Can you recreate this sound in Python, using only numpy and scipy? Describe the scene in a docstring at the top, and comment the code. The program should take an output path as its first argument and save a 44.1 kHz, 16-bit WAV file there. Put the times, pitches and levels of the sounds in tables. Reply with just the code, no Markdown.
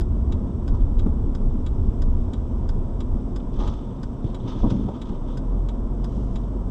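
"""Inside a car on a town road, heard by a small camera on the windscreen. From the start the road
rumbles through the body, the fan blows and the flasher relay clicks. The car slows, jolted near 1 s.
From 3.5 s, as it brakes to a crawl, loose things slide, scrape and knock in the cabin; the loudest knocks
overload the camera with dry clicks. At 5 s the engine picks up, its firings booming in the cabin air;
a soft swish follows and the driver eases off at 6.2 s."""
import sys
import numpy as np
from scipy import signal
from scipy.fft import rfft, irfft
from scipy.io import wavfile

SR = 44100
rng = np.random.default_rng(int(sys.argv[2]) if len(sys.argv) > 2 else 0)


def dump(signal):
    """Clip the signal to [-1, 1] and save it as 16-bit WAV at the path in sys.argv[1]."""
    limited = np.clip(np.atleast_2d(signal).T, -1, 1)
    pcm = np.round(limited * 32767).astype(np.int16)
    wavfile.write(sys.argv[1], SR, pcm)


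N = 295470
TIME = np.arange(N) / SR


def undb(db):
    """Decibels to gain."""
    return 10 ** (np.asarray(db) / 20)


def unit(x):
    """Scale to rms 1."""
    return x / np.sqrt(np.mean(x ** 2))


def curve(table):
    """A (t/s, value) table interpolated over the scene."""
    return np.interp(TIME, *np.transpose(table))


def colour(x, outline):
    """Filter by an (f/Hz, level/dB) outline, falling 60 dB/octave beyond its ends; rms 1."""
    hz, db = np.transpose(outline)
    octave = np.log2(np.maximum(np.fft.rfftfreq(len(x), 1 / SR), 1))
    knots = np.log2(hz)
    beyond = np.abs(octave - np.clip(octave, knots[0], knots[-1]))
    gain = undb(np.interp(octave, knots, db) - 60 * beyond)
    return unit(irfft(rfft(x) * gain, len(x)))


def noise(outline, samples=N):
    """Coloured noise, rms 1."""
    return colour(rng.standard_normal(samples), outline)


def walk(rate_hz):
    """Random drift, spread near 1."""
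    knots = rng.standard_normal(1024)
    return 1.2 * np.interp(TIME * rate_hz, np.arange(len(knots)), knots)


def strike(t, rise_s, t60_s):
    """Linear rise from t = 0, then exponential decay."""
    return np.clip(t / rise_s, 0, 1) * np.exp(-np.log(1000) * np.maximum(t - rise_s, 0) / t60_s)


def add(out, at_s, sound):
    """Mix a sound in at a given time."""
    start = max(int(at_s * SR), 0)
    out[start:start + len(sound)] += sound[:max(N - start, 0)]


# car speed: t/s, speed/(m/s)
SPEED = [(0, 15.8), (2.2, 10), (3.4, 8.1), (3.9, 3), (4.45, 4), (5.2, 4.1), (6.7, 4.4)]
# suspension rumble from bumps and the braking lurch: t/s, level/dB, t60/s
BUMPS = [(.66, -18.5, 4.4), (1.7, -17, 7.2), (3.06, -23.5, 1.7), (3.55, -20, 0.96), (4.0, -20, 0.46),
         (4.585, -16, 0.78)]
# spectra of wheel rumble, panel drone and tyre throb: f/Hz, level/dB
WHEEL_COLOUR = [(17, -9), (22, -1), (26, 10), (31, 0.5), (40, 1), (50, 0.5), (61, -7.5), (70, -7), (80, -7),
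                (95, -8.5), (115, -25)]
BODY_COLOUR = [(65, -19.5), (110, -3.5), (135, -0.5), (156, -10), (183, -5), (238, -3), (267, -4.5),
               (312, -14), (355, -9.5), (404, -16), (435, -16), (480, -27), (620, -43.5), (1060, -120)]
TYRE_COLOUR = [(52, -11), (61, -1), (70, -2), (80, -2.5), (92, -9)]


def road(cruise_m_s=13):
    """Uneven asphalt shakes wheels, panels and tyres, more with speed; bumps add swells of rumble."""
    doublings = np.log2(curve(SPEED) / cruise_m_s)
    rolling_power = undb(-23 + 5 * doublings) ** 2
    bump_power = sum((undb(db) * strike(TIME - s, 0.063, t60_s)) ** 2 for s, db, t60_s in BUMPS)
    wheels = noise(WHEEL_COLOUR) * np.sqrt(rolling_power + bump_power) * undb(walk(9))
    body = noise(BODY_COLOUR) * undb(-29.5 + 1.68 * doublings + 0.68 * walk(16))
    tyres = noise(TYRE_COLOUR) * undb(-28 + 8.5 * doublings + 2 * walk(7))
    return wheels + body + tyres


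# engine firing rate: t/s, f/Hz
FIRING_RATE = [(5.05, 19.2), (5.3, 34), (5.42, 35.5), (5.52, 41.2), (5.72, 44.6), (6.03, 44.7), (6.2, 50),
               (6.42, 46.4), (6.7, 48)]


def engine(pickup_s=5.02, ease_s=6.2, ease_db_per_s=-2.5, cabin_hz=41, width_hz=5.3):
    """Slightly uneven firings boom, most at the cabin's resonance; clatter grows with the revs."""
    hz = curve(FIRING_RATE)
    phase = 2 * np.pi * np.cumsum(hz * (1 + 0.0084 * walk(20))) / SR
    orders = np.sin(phase) + undb(-15.5) * np.sin(2 * phase) + undb(-25.5) * np.sin(3 * phase)
    throttle = np.clip((TIME - pickup_s) / 0.19, 0, 1)
    resonance_db = 6 / (1 + (2 * (hz - cabin_hz) / width_hz) ** 2)
    ease_db = ease_db_per_s * np.maximum(TIME - ease_s, 0)
    boom = unit(orders) * undb(-26 + resonance_db + ease_db + walk(18))
    clatter = undb(-36) * noise(BODY_COLOUR) + undb(-51) * noise(VENT_COLOUR)
    return throttle * (boom + clatter * hz / cabin_hz)


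# cabin knocks: t/s, level/dB, hardness/dB, body t60/s, thud/dB, mode tilt/(dB/octave)
KNOCKS = [(1.061, -12, -15.5, 0.086, -23, 0), (3.589, -26, -2.5, 0.32, -14, 9.5),
          (3.655, -34.5, 1.5, 0.13, -12, -1), (4.243, -14.5, -23, 0.059, 3.5, 8),
          (4.436, -28, -10, 0.26, 9.5, 6), (4.553, -24, -15.5, 0.23, -4, 3.5),
          (4.632, -17, -9.5, 0.086, -20, 1), (4.641, -12.5, -13, 0.1, -30, 7),
          (4.664, -16.5, -11, 0.12, -9, -6), (4.713, -12.5, -14, 0.1, -3.5, 2),
          (4.744, -17.5, -16.5, 0.26, -9, 3.5), (4.783, -22, -27, 0.31, -17, 8),
          (4.85, -20, -25, 0.11, -19, -7), (4.882, -26.5, -3.5, 0.16, -10, 0),
          (5.097, -23, -14, 0.1, -9, -4)]
# body modes and dashboard clatter spectrum: f/Hz, level/dB
BODY_MODES = [(112, -6.5), (131, -2.5), (192, 5.5), (222, 4.5), (255, 2), (303, -2.5), (352, -9),
              (398, -16)]
DASH_COLOUR = [(300, 12.5), (400, 2), (550, 0), (670, -7), (760, -10), (930, -7.5), (1100, -12),
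               (1300, -20.5), (1600, -32), (2400, -42), (4000, -49.5), (8000, -45.5)]


def knocks(thud_hz=120):
    """Knocks ring the body's modes; hard ones clatter in the dashboard, heavy ones thud in the floor."""
    out, t = np.zeros(N), TIME[:SR]
    hz, db = np.transpose(BODY_MODES)
    for s, level_db, hard_db, t60_s, thud_db, tilt_db in KNOCKS:
        detuned_hz = hz * (1 + 0.028 * rng.standard_normal(len(hz)))
        gains = undb(db + tilt_db * np.log2(hz / hz[0]))
        body = unit(gains @ np.sin(2 * np.pi * np.outer(detuned_hz, t)))
        dash = undb(hard_db - 0.5) * noise(DASH_COLOUR, len(t)) * strike(t, 0.002, 1.5 * t60_s)
        thud = undb(thud_db) * np.sin(2 * np.pi * thud_hz * t)
        add(out, s, undb(level_db) * ((body + thud) * strike(t, 0.0042, t60_s) + dash))
    return out


# armature bounces after contact: t/s, frame clack/dB, spring snap/dB
BOUNCES = [(.0008, -4, -4), (.0029, -8, -2), (.006, -9, -9.5), (.0092, -9, -10.5)]
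# contact crack spectrum: f/Hz, level/dB
CRACK_COLOUR = [(1400, 13), (3500, 4), (7500, -10), (9800, 0), (11500, -14), (14500, -11)]


def relay_click(modes, frame_top_hz=4200):
    """The armature bounces on its stop; each touch clacks the frame and snaps the metal spring."""
    t = TIME[:SR // 8]
    hz, db = np.transpose(modes)
    detune, spread_db = rng.standard_normal((2, len(hz)))
    phase = 2 * np.pi * (np.outer(hz * (1 + 0.00044 * detune), t) + rng.random((len(hz), 1)))
    partials = undb(db + spread_db)[:, None] * np.sin(phase)
    partials /= np.std(partials.sum(axis=0))
    frame = partials[hz < frame_top_hz].sum(axis=0)
    spring = partials[hz >= frame_top_hz].sum(axis=0)
    clack = sum(undb(clack_db) * strike(t - s, 0.0005, 0.007) for s, clack_db, _ in BOUNCES)
    snap = sum(undb(snap_db) * strike(t - s, 0.0005, 0.008) for s, _, snap_db in BOUNCES)
    frame_fade = undb(-5.5) * strike(t, 0.005, 0.075)
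    spring_fade = undb(-6.5) * strike(t, 0.004, 0.06)
    crack = undb(-12) * noise(CRACK_COLOUR, len(t)) * snap
    scattered = undb(-6) * noise(modes, len(t)) * frame_fade  # off seats and trim
    return frame * (clack + frame_fade) + spring * (snap + spring_fade) + crack + scattered


# relay modes, pulled in and released: f/Hz, level/dB
TOCK_MODES = [(520, 8), (970, -0.5), (1150, 1), (1510.0, 0), (1820.0, -9), (2050.0, -13), (2680.0, -17),
              (3030.0, -12), (3290.0, -8), (3510.0, -5.5), (3810.0, -9), (4520.0, -10.5), (5040.0, -2.5),
              (5690.0, -13.5), (6250.0, -13), (6790.0, -13), (7130.0, -21.5), (7640.0, -11.5),
              (8990.0, -21.5), (9640.0, -28.5)]
TICK_MODES = [(900, -3), (1220, -1), (1520.0, -6), (1790.0, -11), (2030.0, -13.5), (2290.0, -10.5),
              (2680.0, -9.5), (3000.0, -7.5), (3280.0, -3.5), (3430, -5.5), (3600.0, -5.5), (3850.0, -2),
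              (4300.0, -15.5), (4930.0, -10), (5630.0, -14), (5860.0, -17), (6140.0, -16.5), (6850.0, -12),
              (7110.0, -16), (7580.0, -13), (8950.0, -20)]


def flasher(first_s=0.0064, period_s=0.67059, lamp_on_s=0.3144):
    """The relay pulls in (tock) once a period and lets go (tick) after the lamp's on time."""
    out = np.zeros(N)
    for s in np.arange(first_s, N / SR, period_s):
        add(out, s, undb(-37.5) * relay_click(TOCK_MODES))
        add(out, s + lamp_on_s, undb(-41) * relay_click(TICK_MODES))
    return out


# blows on the dashboard: t/s, level/dB, t60/s
CLACKS = [(4.634, -34, .06), (4.646, -28, .06), (4.884, -33, 0.084)]
# dashboard panel modes: f/Hz, level/dB
PANEL_MODES = [(470, 0), (580, 0), (690, -0.5), (800, 3), (950, 4.5), (1090, -4), (1260, -14)]


def clacks():
    """Hard things strike the dashboard and ring its panel, a little differently each time."""
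    out, t = np.zeros(N), TIME[:SR // 2]
    hz, db = np.transpose(PANEL_MODES)
    for s, level_db, t60_s in CLACKS:
        detuned_hz = hz * (1 + 0.033 * rng.standard_normal(len(hz)))
        phase = 2 * np.pi * (np.outer(detuned_hz, t) + rng.random((len(hz), 1)))
        panel = unit(undb(db) @ np.sin(phase))
        add(out, s, undb(level_db) * panel * strike(t, 0.0014, t60_s))
    return out


# overload clicks: t/s, level/dB
OVERLOAD_CLICKS = [(1.0668, -40.5), (4.632, -47), (4.647, -49), (4.67, -46), (4.717, -39)]
# overload click spectrum: f/Hz, level/dB
OVERLOAD_COLOUR = [(700, 6), (1500, 5), (2200, -10), (3000, -24), (4000, -16), (5000, -25), (8000, -33)]


def overload_clicks():
    """The camera's sound distorts with brief dry clicks, placed at the peaks of the loudest knocks."""
    envelope = sum(undb(db) * strike(TIME - s, 0.00077, 0.0051) for s, db in OVERLOAD_CLICKS)
    return noise(OVERLOAD_COLOUR) * envelope


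# modes of loose parts: f/Hz, level/dB
RATTLE_MODES = [(3100, -0.5), (3290, -6), (3445, 0.5), (3620, -1)]


def rattle(catches_per_s=240, wander_hz=35, t60_s=0.03):
    """Random catches each ring one mode of the loose parts, which shift as they move; rms 1."""
    out = np.zeros(N)
    fade = np.exp(-np.log(1000) * TIME[:SR // 4] / t60_s)
    for hz, db in RATTLE_MODES:
        catches = (rng.random(N) < catches_per_s / SR) * undb(rng.standard_normal(N))
        phasor = np.exp(2j * np.pi * np.cumsum(hz + wander_hz * walk(25)) / SR)
        out += undb(db) * np.imag(phasor * signal.fftconvolve(catches / phasor, fade)[:N])
    return unit(out)


def slide_power(t, rise_s, t60_s, creep_s=0.034):
    """Friction power of one slide: it creeps, breaks loose at t = 0, then settles."""
    creep = undb(-8.5) * strike(t + creep_s, creep_s, t60_s)
    settle = undb(-11) * strike(t, rise_s, t60_s=1.8)
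    return creep ** 2 + strike(t, rise_s, t60_s) ** 2 + settle ** 2


# things sliding: t/s, level/dB, t60/s, hollow body/dB, grit/dB
SLIDES = [(.46, -69, 0.55, 5, -10), (.739, -63.5, 0.15, 21, -2), (2.17, -70.5, 1.2, 0, -7),
          (3.53, -59, 0.45, -1, -12), (3.587, -49, 0.33, 9.5, -8), (3.654, -50.5, 0.42, 11, -8),
          (4.236, -58, 0.68, -11, -25), (4.472, -48, 0.51, 10, -9), (4.58, -59, 1.4, 7, -5),
          (4.69, -49, 0.23, 4, -5), (4.93, -61, 0.91, 12.5, -20), (5.045, -60, 0.79, 4.5, -21),
          (5.279, -57, 0.3, 13.5, -22)]
# loose things tapping the trim: t/s, level/dB
TAPS = [(.804, -57), (1.065, -70), (3.196, -63), (3.398, -57), (3.594, -55), (3.675, -53), (4.3, -57),
        (4.431, -56), (4.885, -57), (6.435, -59)]
# spectra of rustle, hollow trim and hard-pressed grains: f/Hz, level/dB
RUSTLE_COLOUR = [(1500, -5), (2100, -4.5), (2700, -3), (3150, 2), (3600, 3.5), (3950, -5.5), (4600, -7.5),
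                 (6000, -8), (6700, -12.5), (7800, -19.5), (9000, -24), (13000, -56.5)]
HOLLOW_COLOUR = [(200, -6), (340, 10.5), (550, -9), (750, -8), (950, 9.5), (1100, -2), (1270, 5),
                 (1420, -15.5), (1600, -14), (1900, -43)]
GRIT_COLOUR = [(1800, -8), (3000, -6), (4000, -4), (5000, 0.5), (6100, 1), (6800, -12.5), (8000, -24.5)]


def slides(rise_s=0.011):
    """Friction grains rustle, crunch and rattle on the hollow trim; taps are brief bursts of rustle."""
    grains = rng.standard_normal(N) * undb(2.5 * walk(150))
    rustle_power = sum((undb(db) * strike(TIME - s, 0.0022, 0.066)) ** 2 for s, db in TAPS)
    hollow_power, grit_power = np.zeros(N), np.zeros(N)
    for s, db, t60_s, hollow_db, grit_db in SLIDES:
        power = undb(db) ** 2 * slide_power(TIME - s, rise_s, t60_s)
        rustle_power += power
        hollow_power += power * undb(hollow_db) ** 2
        grit_power += (undb(db + grit_db) * strike(TIME - s, rise_s, t60_s)) ** 2
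    rustle = unit(colour(grains, RUSTLE_COLOUR) + undb(-1.5) * rattle())
    hollow = colour(grains, HOLLOW_COLOUR)
    grit = unit(noise(GRIT_COLOUR) * undb(3 * walk(150)))
    return rustle * np.sqrt(rustle_power) + hollow * np.sqrt(hollow_power) + grit * np.sqrt(grit_power)


def stick_slip(runs, outline, jerks_per_s, t60_s):
    """Runs of uneven jerks, each a tiny noise burst."""
    out, t = np.zeros(N), TIME[:SR // 16]
    for s, length_s, level_db in runs:
        gaps_s = rng.uniform(0.5, 1.5, 32) / jerks_per_s
        sizes_db = rng.standard_normal(32)
        for after_s, size_db in zip(np.cumsum(gaps_s) - gaps_s[0], sizes_db):
            burst = noise(outline, len(t)) * strike(t, 0.001, t60_s)
            if after_s < length_s:
                add(out, s + after_s, undb(level_db + size_db) * burst)
    return out


# runs of hollow blows: t/s, length/s, level/dB
CRUNCHES = [(3.59, .045, -34.5), (3.638, .058, -38)]
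# blow spectrum: f/Hz, level/dB
BLOW_COLOUR = [(450, 3), (700, -6), (820, 0), (960, 6), (1090, -4), (1270, -3), (1400, -14), (1600, -23),
               (1900, -36), (2800, -31), (3450, -15), (4200, -24), (6000, -28), (8000, -46)]


def crunches():
    """Small hollow blows merge into a broad crunch."""
    return stick_slip(CRUNCHES, BLOW_COLOUR, jerks_per_s=130, t60_s=0.025)


# scrapes on the trim: t/s, length/s, level/dB
SCRAPES = [(4.399, .045, -59), (5.278, .085, -55.5)]
# scrape spectrum: f/Hz, level/dB
SCRAPE_COLOUR = [(2600, -26), (3050, -6), (3250, -7), (3450, 3), (3750, -4), (4100, -20), (6000, -18),
                 (8000, -27)]


def scrapes():
    """Short, bright, gritty scrapes jerk along the trim."""
    return stick_slip(SCRAPES, SCRAPE_COLOUR, jerks_per_s=170, t60_s=0.018)


# air vent spectrum: f/Hz, level/dB
VENT_COLOUR = [(280, -28), (470, -1), (570, -3.5), (616, -4.5), (697, -4.5), (743, -10), (963, -7),
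               (1320, -18), (1420, -21), (1650, -29), (1750, -31), (2200, -35.5), (2860, -75), (4840, -120)]


def fan():
    """Ventilation air rushes on at any speed."""
    return noise(VENT_COLOUR) * undb(-44.5 + 0.5 * walk(17))


# hiss spectrum and electrical whine tones: f/Hz, level/dB
HISS_COLOUR = [(1900, -13), (2300, -3.5), (2750, -4), (3000, -0.5), (3600, 0), (4000, -10), (4500, -10),
               (5400, -4), (6200, -7.5), (6900, -11), (7900, -8.5), (8400, -14.5), (10000, -19.5),
               (14000, -27)]
WHINE_TONES = [(7867, -81), (7897, -86), (7957, -91.5), (8017, -95)]


def hiss(swish_s=5.95):
    """Faint even hiss, a thin electrical whine and a soft high swish near the end."""
    air = noise(HISS_COLOUR) * undb(-67 + 0.5 * walk(1.7))
    whine = np.zeros(N)
    for hz, db in WHINE_TONES:
        phase = 2 * np.pi * np.cumsum(hz + 3 * walk(10)) / SR
        whine += undb(db) * unit(np.sin(phase))
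    swish = noise([(3000, 7.5), (4200, -3), (5500, 1), (7500, -6), (11000, -20)])
    return air + whine + undb(-63.5) * swish * strike(TIME - swish_s, 0.19, 2.86)


def scene():
    """The whole cabin, mono."""
    car = road() + fan() + engine() + flasher()
    impacts = knocks() + clacks() + overload_clicks()
    friction = slides() + scrapes() + crunches()
    return (car + impacts + friction + hiss())[None, :]


def record(dry, top_hz=15000):
    """The camera rounds the loudest peaks and cuts the top."""
    rounded = np.tanh(0.58 * dry) / 0.62
    lowpass = signal.ellip(8, 0.2, 70, top_hz, fs=SR, output="sos")
    return signal.sosfilt(lowpass, rounded)


dry = scene()
out = record(dry)
dump(out)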